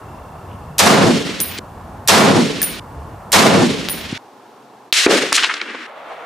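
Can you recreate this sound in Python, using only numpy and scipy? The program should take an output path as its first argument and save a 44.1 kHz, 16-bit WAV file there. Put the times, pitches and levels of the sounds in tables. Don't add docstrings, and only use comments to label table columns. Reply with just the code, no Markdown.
import sys
import numpy as np
from scipy import signal
from scipy.io import wavfile
from scipy.ndimage import map_coordinates

SR = 44100
rng = np.random.default_rng(int(sys.argv[2]) if len(sys.argv) > 2 else 0)


def wav_record(signal):
    frames = np.transpose(np.atleast_2d(signal))
    bounded = np.clip(frames, -1, 1)
    quanta = np.round(bounded * 32767).astype(np.int16)
    wavfile.write(sys.argv[1], SR, quanta)


def invert_db(level):
    return 10 ** (np.asarray(level, dtype=float) / 20)


N = 275625

# (blast_s, roll_stop_s)
SHOTS = [
    (0.7888, 1.593),
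    (2.0818, 2.797),
    (3.3259, 4.178),
]
# (pitch_hz, level_db)
ROLL_COLOUR = [(60, -22.5), (130, -1.5), (210, 2.2), (350, -0.06), (1000, 3), (4000, 1.5), (9000, -2.84),
               (16000, -12.5)]
# (pitch_hz, likeness 0 to 1)
ROOF_LIKENESS = [(60, 0.93), (300, 0.68), (1400, 0.58), (7000, 0.77), (15000, 1)]
# (delay_s, (level_db per octave, centre_hz, skirt_db per octave, rise_s, fall_db per s))
BLAST = (0, (38, 7500, 6.8, .002, 252))
ROOF = (.001, (39.5, 775, 5, .018, 207))
BOOM = (0, (9, 336, 22, .032, 81))
FIELD = (.07, (-26, 3300, 10, .07, 22))
TREE_LINE = (.22, (-20, 5600, 12.5, .008, 109))
FAR_BOOM = (.4, (-28.5, 290, 14, .07, 36))
LAST_BANK = (.7, (-29.5, 2660, 17, .2, 13))


def rifle():
    out = np.zeros((2, N))
    same = rng.standard_normal((2, 2, SR))
    roof_dulling, field_dulling = .174, .12
    answers = [(*a, roof_dulling) for a in (BLAST, ROOF, BOOM)]
    answers += [(*a, field_dulling) for a in (FIELD, TREE_LINE, FAR_BOOM, LAST_BANK)]
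    for blast_s, roll_stop_s in SHOTS:
        size = round((roll_stop_s - blast_s) * SR)
        fresh = rng.standard_normal((2, 2, size))
        fresh = signal.sosfilt(signal.butter(1, 1500, "high", fs=SR, output="sos"), fresh)
        white = same[..., :size] + 1.076 * fresh
        t = np.arange(size) / SR
        shot = steep(roll(answers, 0, ROLL_COLOUR, white, ROOF_LIKENESS), 110, "high")
        lows = signal.sosfilt(signal.butter(1, 2500, fs=SR, output="sos"), shot)
        shot = shot - lows * np.exp(-t / 0.0009)
        add(out, shot * invert_db([[-.4], [.4]]), blast_s)

        push = np.sin(2 * np.pi * 95 * t) * np.exp(-((t - .05) / 0.029) ** 2)
        add(out, invert_db([[-25], [-23]]) * push, blast_s)

        t = t[:round(.007 * SR)]
        tick_shape = t / 0.00096 * np.exp(1 - t / 0.0017) + 0.04
        tick = band(rng.standard_normal(len(t)), 1800, 16000) * tick_shape
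        add(out, invert_db(-15) * tick, blast_s - .0072)
    return out


# (start_s, click_level_db, ring_level_db, click_pitch_hz)
BOUNCES = [
    (1.4029, 15, -18.5, 6700),
    (1.416, -23, -29, 6500),
    (2.6167, 0, -15.5, 4930),
    (2.6296, 14, -40, 6260),
    (2.641, -13, -26, 6000),
    (3.8868, 8.5, -31, 3780),
    (3.8970, -3, -21.5, 3200),
]
# (pitch_hz, level_db, t60_s)
CASES = [
    [(9539, -3, .3), (9615, 0, .28), (12440, -5, .26), (12490, -3, .25), (14760, -4, .36), (14850, -6, .35)],
    [(9520, -2, .3), (9600, -3, .3), (12510, -3, .24), (12570, -5, .23), (14620, -4, .23), (14740, -2, .23),
     (1720, -2, .03)],
    [(9615, 0, .27), (9695, -4, .29), (9798, -6, .25), (12620, -9, .33), (12700, -11, .3), (14690, -8, .3),
     (14830, -7, .27)],
]


def cases():
    out = np.zeros((2, N))
    chance = rng.random((len(BOUNCES), 8))
    tumbling = invert_db(4.5 * np.array([drift(90, SR // 3) for mode in range(8)]))
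    t = np.arange(round(.09 * SR)) / SR
    roof = invert_db(-35.5) * rng.standard_normal((2, len(t))) * invert_db(-60 * t / 0.1) * (t > .003)
    roof[:, 0] = 1
    for (start_s, click_db, ring_db, click_hz), luck in zip(BOUNCES, chance):
        shot = sum(start_s > blast_s for blast_s, roll_stop_s in SHOTS) - 1
        hit = np.zeros((1, round((SHOTS[shot][1] - start_s) * SR)))
        size = hit.size
        rise = 1 - np.exp(-np.arange(size) / SR / 0.00019)
        for k, (hz, db, t60_s) in enumerate(CASES[shot]):
            mode = ring(hz, t60_s, 2 * np.pi * luck[k])[:size]
            waver = (rise * tumbling[k, :size])[:len(mode)]
            hit[0, :len(mode)] += invert_db(ring_db + db) * mode * waver
        click = invert_db(click_db) * ring(click_hz, 2.9 / click_hz)
        hit[0, :len(click)] += click
        add(out, signal.fftconvolve(hit, roof, axes=1)[:, :size], start_s)
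    return out


# (pitch_hz, level_db)
FAR_COLOUR = [(100, -9), (250, -3.5), (400, -0.5), (900, -7), (1500, 1.4), (5000, 1), (9000, 1.5),
              (16000, -22.5)]
# (pitch_hz, likeness 0 to 1)
OPEN_LIKENESS = [(60, 1), (300, 0.98), (1400, 0.77), (7000, 0.57), (15000, 1)]
# (centre_s, level_db, low_hz, high_hz, half_length_s)
ECHOES = [(5.3280, -8, 1005, 8800, 0.0019), (5.355, -13, 2180, 8300, .014),
          (5.387, -12.5, 1220, 3780, 0.013), (5.427, -13, 1050, 3730, 0.0022),
          (5.441, -13.5, 1136, 3950, 0.014), (5.499, -17.5, 1090, 2420, 0.0081),
          (5.515, -21, 1090, 2500, 0.0058), (5.541, -20, 990, 4630, 0.0032),
          (5.568, -27, 1200, 3800, 0.002), (5.605, -29, 1460, 2570, 0.0087),
          (5.616, -19, 1100, 3360, 0.002), (5.69, -35, 900, 2900, 0.017), (5.748, -29, 250, 2180, 0.0074),
          (1.579, -28.5, 2500, 7000, .002), (1.586, -28, 2000, 7900, 0.0024),
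          (4.115, -30.5, 2500, 6500, 0.0021), (4.1235, -36, 5000, 9800, 0.0024),
          (0.86, -15, 9700, 11030, 0.0025), (0.522, -56, 2500, 3180, 0.03)]
# (start_s, (level_db per octave, centre_hz, skirt_db per octave, rise_s, fall_db per s))
WHIP = (4.929, (-7.5, 4200, 10.5, .001, 112))
MUZZLE_BOOM = (5.066, (-4, 430, 6.5, .002, 122))
BANK_RETURN = (5.078, (-13.5, 3300, 8, .025, 78))
ECHO_WASH = (5.325, (-19, 3300, 9, .015, 82))
VALLEY = (5.35, (-29.5, 1700, 14, .16, 10))
LOW_BED = (5.328, (-37, 314, 16, .033, 24))
LATE_BOOM = (5.6, (-31, 317, 17, .03, 55))


def downrange():
    out = np.zeros((2, N))
    open_dulling = .28
    late = [MUZZLE_BOOM, BANK_RETURN, ECHO_WASH, VALLEY, LOW_BED, LATE_BOOM]
    for group, end_s, likeness in (([WHIP], 5.066, ROOF_LIKENESS), (late, 5.867, OPEN_LIKENESS)):
        start_s = group[0][0]
        white = rng.standard_normal((2, 2, round((end_s - start_s) * SR)))
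        answers = [(begin_s, answer, open_dulling) for begin_s, answer in group]
        add(out, roll(answers, start_s, FAR_COLOUR, white, likeness), start_s)
    for centre_s, db, low_hz, high_hz, half_s in ECHOES:
        t = np.arange(-.04, .04, 1 / SR)
        burst = band(rng.standard_normal(len(t)), low_hz, high_hz) * np.sqrt(SR / 2 / (high_hz - low_hz))
        burst = steep(burst, 0.62 * low_hz, "high")
        burst = steep(burst, min(1.75 * high_hz, 10500), "low")
        grain = invert_db(3.2 * drift(400, len(t)))
        swell = np.exp(-(t / half_s * np.where(t < 0, 1.5, 1)) ** 2 / 2)
        add(out, invert_db(db) * burst * grain * swell, centre_s + t[0])
    return steep(out, 232, "high") * invert_db([[.55], [-.55]])


# (start_s, peak_level_db, pitch_hz, length_cycles, first swing + or -)
SHOCKS = [(4.9256, 6.5, 4000, 4.1, -1), (4.9285, 10, 2910, 2.29, -1), (5.0636, 1.5, 1750, 1.35, -1),
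          (5.0639, 2.5, 362, 1.8, 1), (5.0677, -9, 2430, 7.7, -1), (5.1265, -13, 424, 1.4, 1),
          (5.159, -18, 450, 1.6, 1), (5.2353, -11, 490, 2.6, -1), (5.3232, -3.5, 1500, 1.04, -1),
          (5.3266, -8.5, 1110, 2.7, -1), (1.5892, -20.5, 350, 1.2, 1), (4.1265, -12, 223, 1.12, 1)]


def shocks():
    out = np.zeros((2, N))
    for start_s, db, hz, cycles, sign in SHOCKS:
        turn = np.arange(int(cycles / hz * SR)) * hz / SR
        swing = np.sin(2 * np.pi * turn) * (1 - (turn / cycles) ** 12.0)
        add(out, np.sign(sign) * invert_db(db) * swing, start_s)
    return signal.sosfilt(signal.butter(2, 110, "high", fs=SR, output="sos"), out)


# (start_s, depth_db, recovery_s)
DUCKS = [
    (4.926, 8, .065),
    (5.064, 7, .045),
]
EDGES_HZ = 35 * 2 ** (np.arange(28) / 3)


def roll(answers, start_s, colour, white, likeness):
    ceiling_db, release_db_per_s = -9.5, 300
    low_lag = 0.5
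    uneven_db = 1.5
    hz = np.sqrt(EDGES_HZ[1:] * EDGES_HZ[:-1])[:, None]
    t = start_s + np.arange(0, white.shape[-1] + 32, 32) / SR
    power = 1e-12
    for begin_s, (db, centre_hz, skirt_db, rise_s, fall_db), dulling in answers:
        age = np.maximum(t - begin_s, 0)
        skirt = skirt_db * (np.hypot(1, np.log2(hz / centre_hz)) - 1)
        fall = fall_db * age * (hz / centre_hz) ** dulling
        slow_rise_s = rise_s * np.maximum(centre_hz / hz, 1) ** low_lag
        growth = 1 - np.exp(-age / slow_rise_s)
        power = power + (invert_db(db - skirt - fall + at_hz(colour, hz)) * growth) ** 2

    over_db = np.maximum(10 * np.log10(power.sum(axis=0) / 3) - ceiling_db, 0)
    recovery_db = release_db_per_s * t
    cut_db = np.maximum.accumulate(over_db + recovery_db) - recovery_db
    for duck_s, depth_db, recovery_s in DUCKS:
        cut_db = cut_db + depth_db * (t > duck_s) * np.maximum(1 - (t - duck_s) / recovery_s, 0)

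    per_hz = 10 * np.log10(power * SR / 2 / (hz * np.log(2)))
    per_hz = per_hz - cut_db + uneven_db * drift(70 * 32, len(t))
    fine = start_s + np.arange(white.shape[-1]) / SR

    def level_db(band_hz):
        return np.interp(fine, t, per_hz[np.argmin(np.abs(hz - band_hz))])

    return bank(white, level_db, likeness)


def bank(white, level_db, likeness):
    out = 0
    for k, (low_hz, high_hz) in enumerate(zip(EDGES_HZ, EDGES_HZ[1:])):
        mid, side = band(white[k % 2], low_hz, high_hz)
        hz = np.sqrt(low_hz * high_hz)
        alike = np.clip(at_hz(likeness, hz), 0, 1)
        stereo = np.sqrt(1 + alike) * mid + np.sqrt(1 - alike) * side * [[1], [-1]]
        out = out + invert_db(level_db(hz)) * stereo
    return out / np.sqrt(2)


def ring(hz, t60_s, phase=0):
    t = np.arange(int(t60_s * SR) + 8) / SR
    return np.sin(2 * np.pi * hz * t + phase) * invert_db(-60 * t / t60_s)


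def band(x, low_hz, high_hz):
    return signal.sosfilt(signal.butter(2, [low_hz, high_hz], "band", fs=SR, output="sos"), x)


def steep(x, hz, kind):
    return signal.sosfilt(signal.butter(4, hz, kind, fs=SR, output="sos"), x)


def drift(rate_hz, size):
    knots = rng.standard_normal(int(size * rate_hz / SR) + 3)
    return map_coordinates(knots, [np.arange(size) * rate_hz / SR], order=3)


def at_hz(points, hz):
    table_hz, value = np.transpose(points)
    return np.interp(np.log(hz), np.log(table_hz), value)


def add(out, x, start_s):
    i = round(start_s * SR)
    out[:, i:i + x.shape[-1]] += x[..., :N - i]


def idling_tick():
    t = np.arange(round(.775 * SR)) / SR
    beat = np.maximum(np.sin(2 * np.pi * 30.05 * (t - .014)), 0) * invert_db(drift(20, len(t)))
    phase = 2 * np.pi * np.cumsum(1 + .012 * drift(90, len(t))) / SR
    return invert_db(-53) * beat * (np.sin(2715 * phase) + invert_db(-13) * np.sin(3480 * phase))


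def air(spectrum, levels, start_s, end_s, patchy_db):
    size = round((end_s - start_s) * SR)
    gusts = drift(6.8, size)

    def level_db(hz):
        lumps = patchy_db * (.5 * gusts + drift(14, size)) * min(1, (200 / hz) ** .5)
        return at_hz(spectrum, hz) + lumps

    noise = bank(rng.standard_normal((2, 2, size)), level_db, OPEN_LIKENESS)
    level_s, db = np.transpose(levels)
    return noise / noise.std() * invert_db(np.interp(start_s + np.arange(size) / SR, level_s, db))


def gain_control():
    t = np.arange(round(SHOTS[-1][1] * SR)) / SR
    duck_db = 0
    for blast_s, roll_stop_s in SHOTS:
        active = (t > blast_s) & (t < roll_stop_s)
        duck_db = duck_db - active * (3.7 + 19.0 * np.exp(-np.abs(t - blast_s) / 0.26))
    return invert_db(duck_db)


# (pitch_hz, level_db per Hz)
NEAR_AIR = [(18, -44), (30, -15), (79, -2), (192, -9), (230, -12.5), (332, -16), (945, -12.5), (1680, -27),
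            (2070, -36.5), (2690, -34), (3070, -39), (4540, -42), (8720, -44), (15500, -49.5)]
FAR_AIR = [(18, -62), (30, -32), (64, -55), (119, -5), (171, -19), (240, 7.5), (274, -19), (304, -8),
           (328, 1), (698, -6.5), (815, 2.5), (1870, -18), (4540, -22.5), (15000, -37.5)]
LAST_AIR = [(30, -38.5), (100, -34.5), (200, -22), (346, -16.5), (458, -14), (631, -4), (962, -9),
            (1330, -10), (1550, -16), (1850, -13.5), (2300, -21), (3500, -23.5), (4200, -36.5),
            (15000, -52.5)]
# (time_s, level_db)
FAR_LEVEL = [(4.18, -43.5), (4.6, -44), (4.88, -45), (4.91, -50), (4.924, -66)]
LAST_LEVEL = [(5.89, -35.5), (5.932, -38.5), (5.974, -35), (6.04, -36.5), (6.122, -30.5), (6.152, -34.5),
              (6.24, -34.5)]


def scene():
    out = rifle() + cases() + downrange() + shocks()
    add(out, air(NEAR_AIR, [(0, -34)], 0, 4.178, patchy_db=2.5) * gain_control(), 0)
    add(out, air(FAR_AIR, FAR_LEVEL, 4.178, 5.868, patchy_db=1.), 4.178)
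    add(out, air(LAST_AIR, LAST_LEVEL, 5.868, N / SR, patchy_db=2.), 5.868)
    add(out, idling_tick(), 0)
    return out


def lose_weak_treble(x, floor_db, quiet_db, from_hz):
    hz, t, z = signal.stft(x, SR, nperseg=1024)
    power = np.sum(np.abs(z) ** 2, axis=0)
    bands = np.repeat(power[:-1].reshape(64, 8, -1).sum(axis=1), 8, axis=0)
    loudness = power.sum(axis=0)
    strong = bands > loudness * invert_db(2 * floor_db)
    quiet_moment = loudness < invert_db(2 * quiet_db)
    z[:, :-1] *= strong | quiet_moment | (hz[:-1, None] < from_hz)
    return signal.istft(z, SR, nperseg=1024)[1][:, :N]


def top_cut(x):
    return signal.sosfilt(signal.butter(12, 16490, fs=SR, output="sos"), x)


def record(dry):
    soft = 0.88 * np.tanh(dry / 0.83)
    cut = signal.sosfilt(signal.cheby2(10, 50, 16300, fs=SR, output="sos"), soft)
    lean = lose_weak_treble(cut, floor_db=-45, quiet_db=-28.5, from_hz=10300)
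    mix = np.clip(lean, -1, 1)
    return top_cut(mix)


dry = scene()
out = record(dry)
wav_record(out)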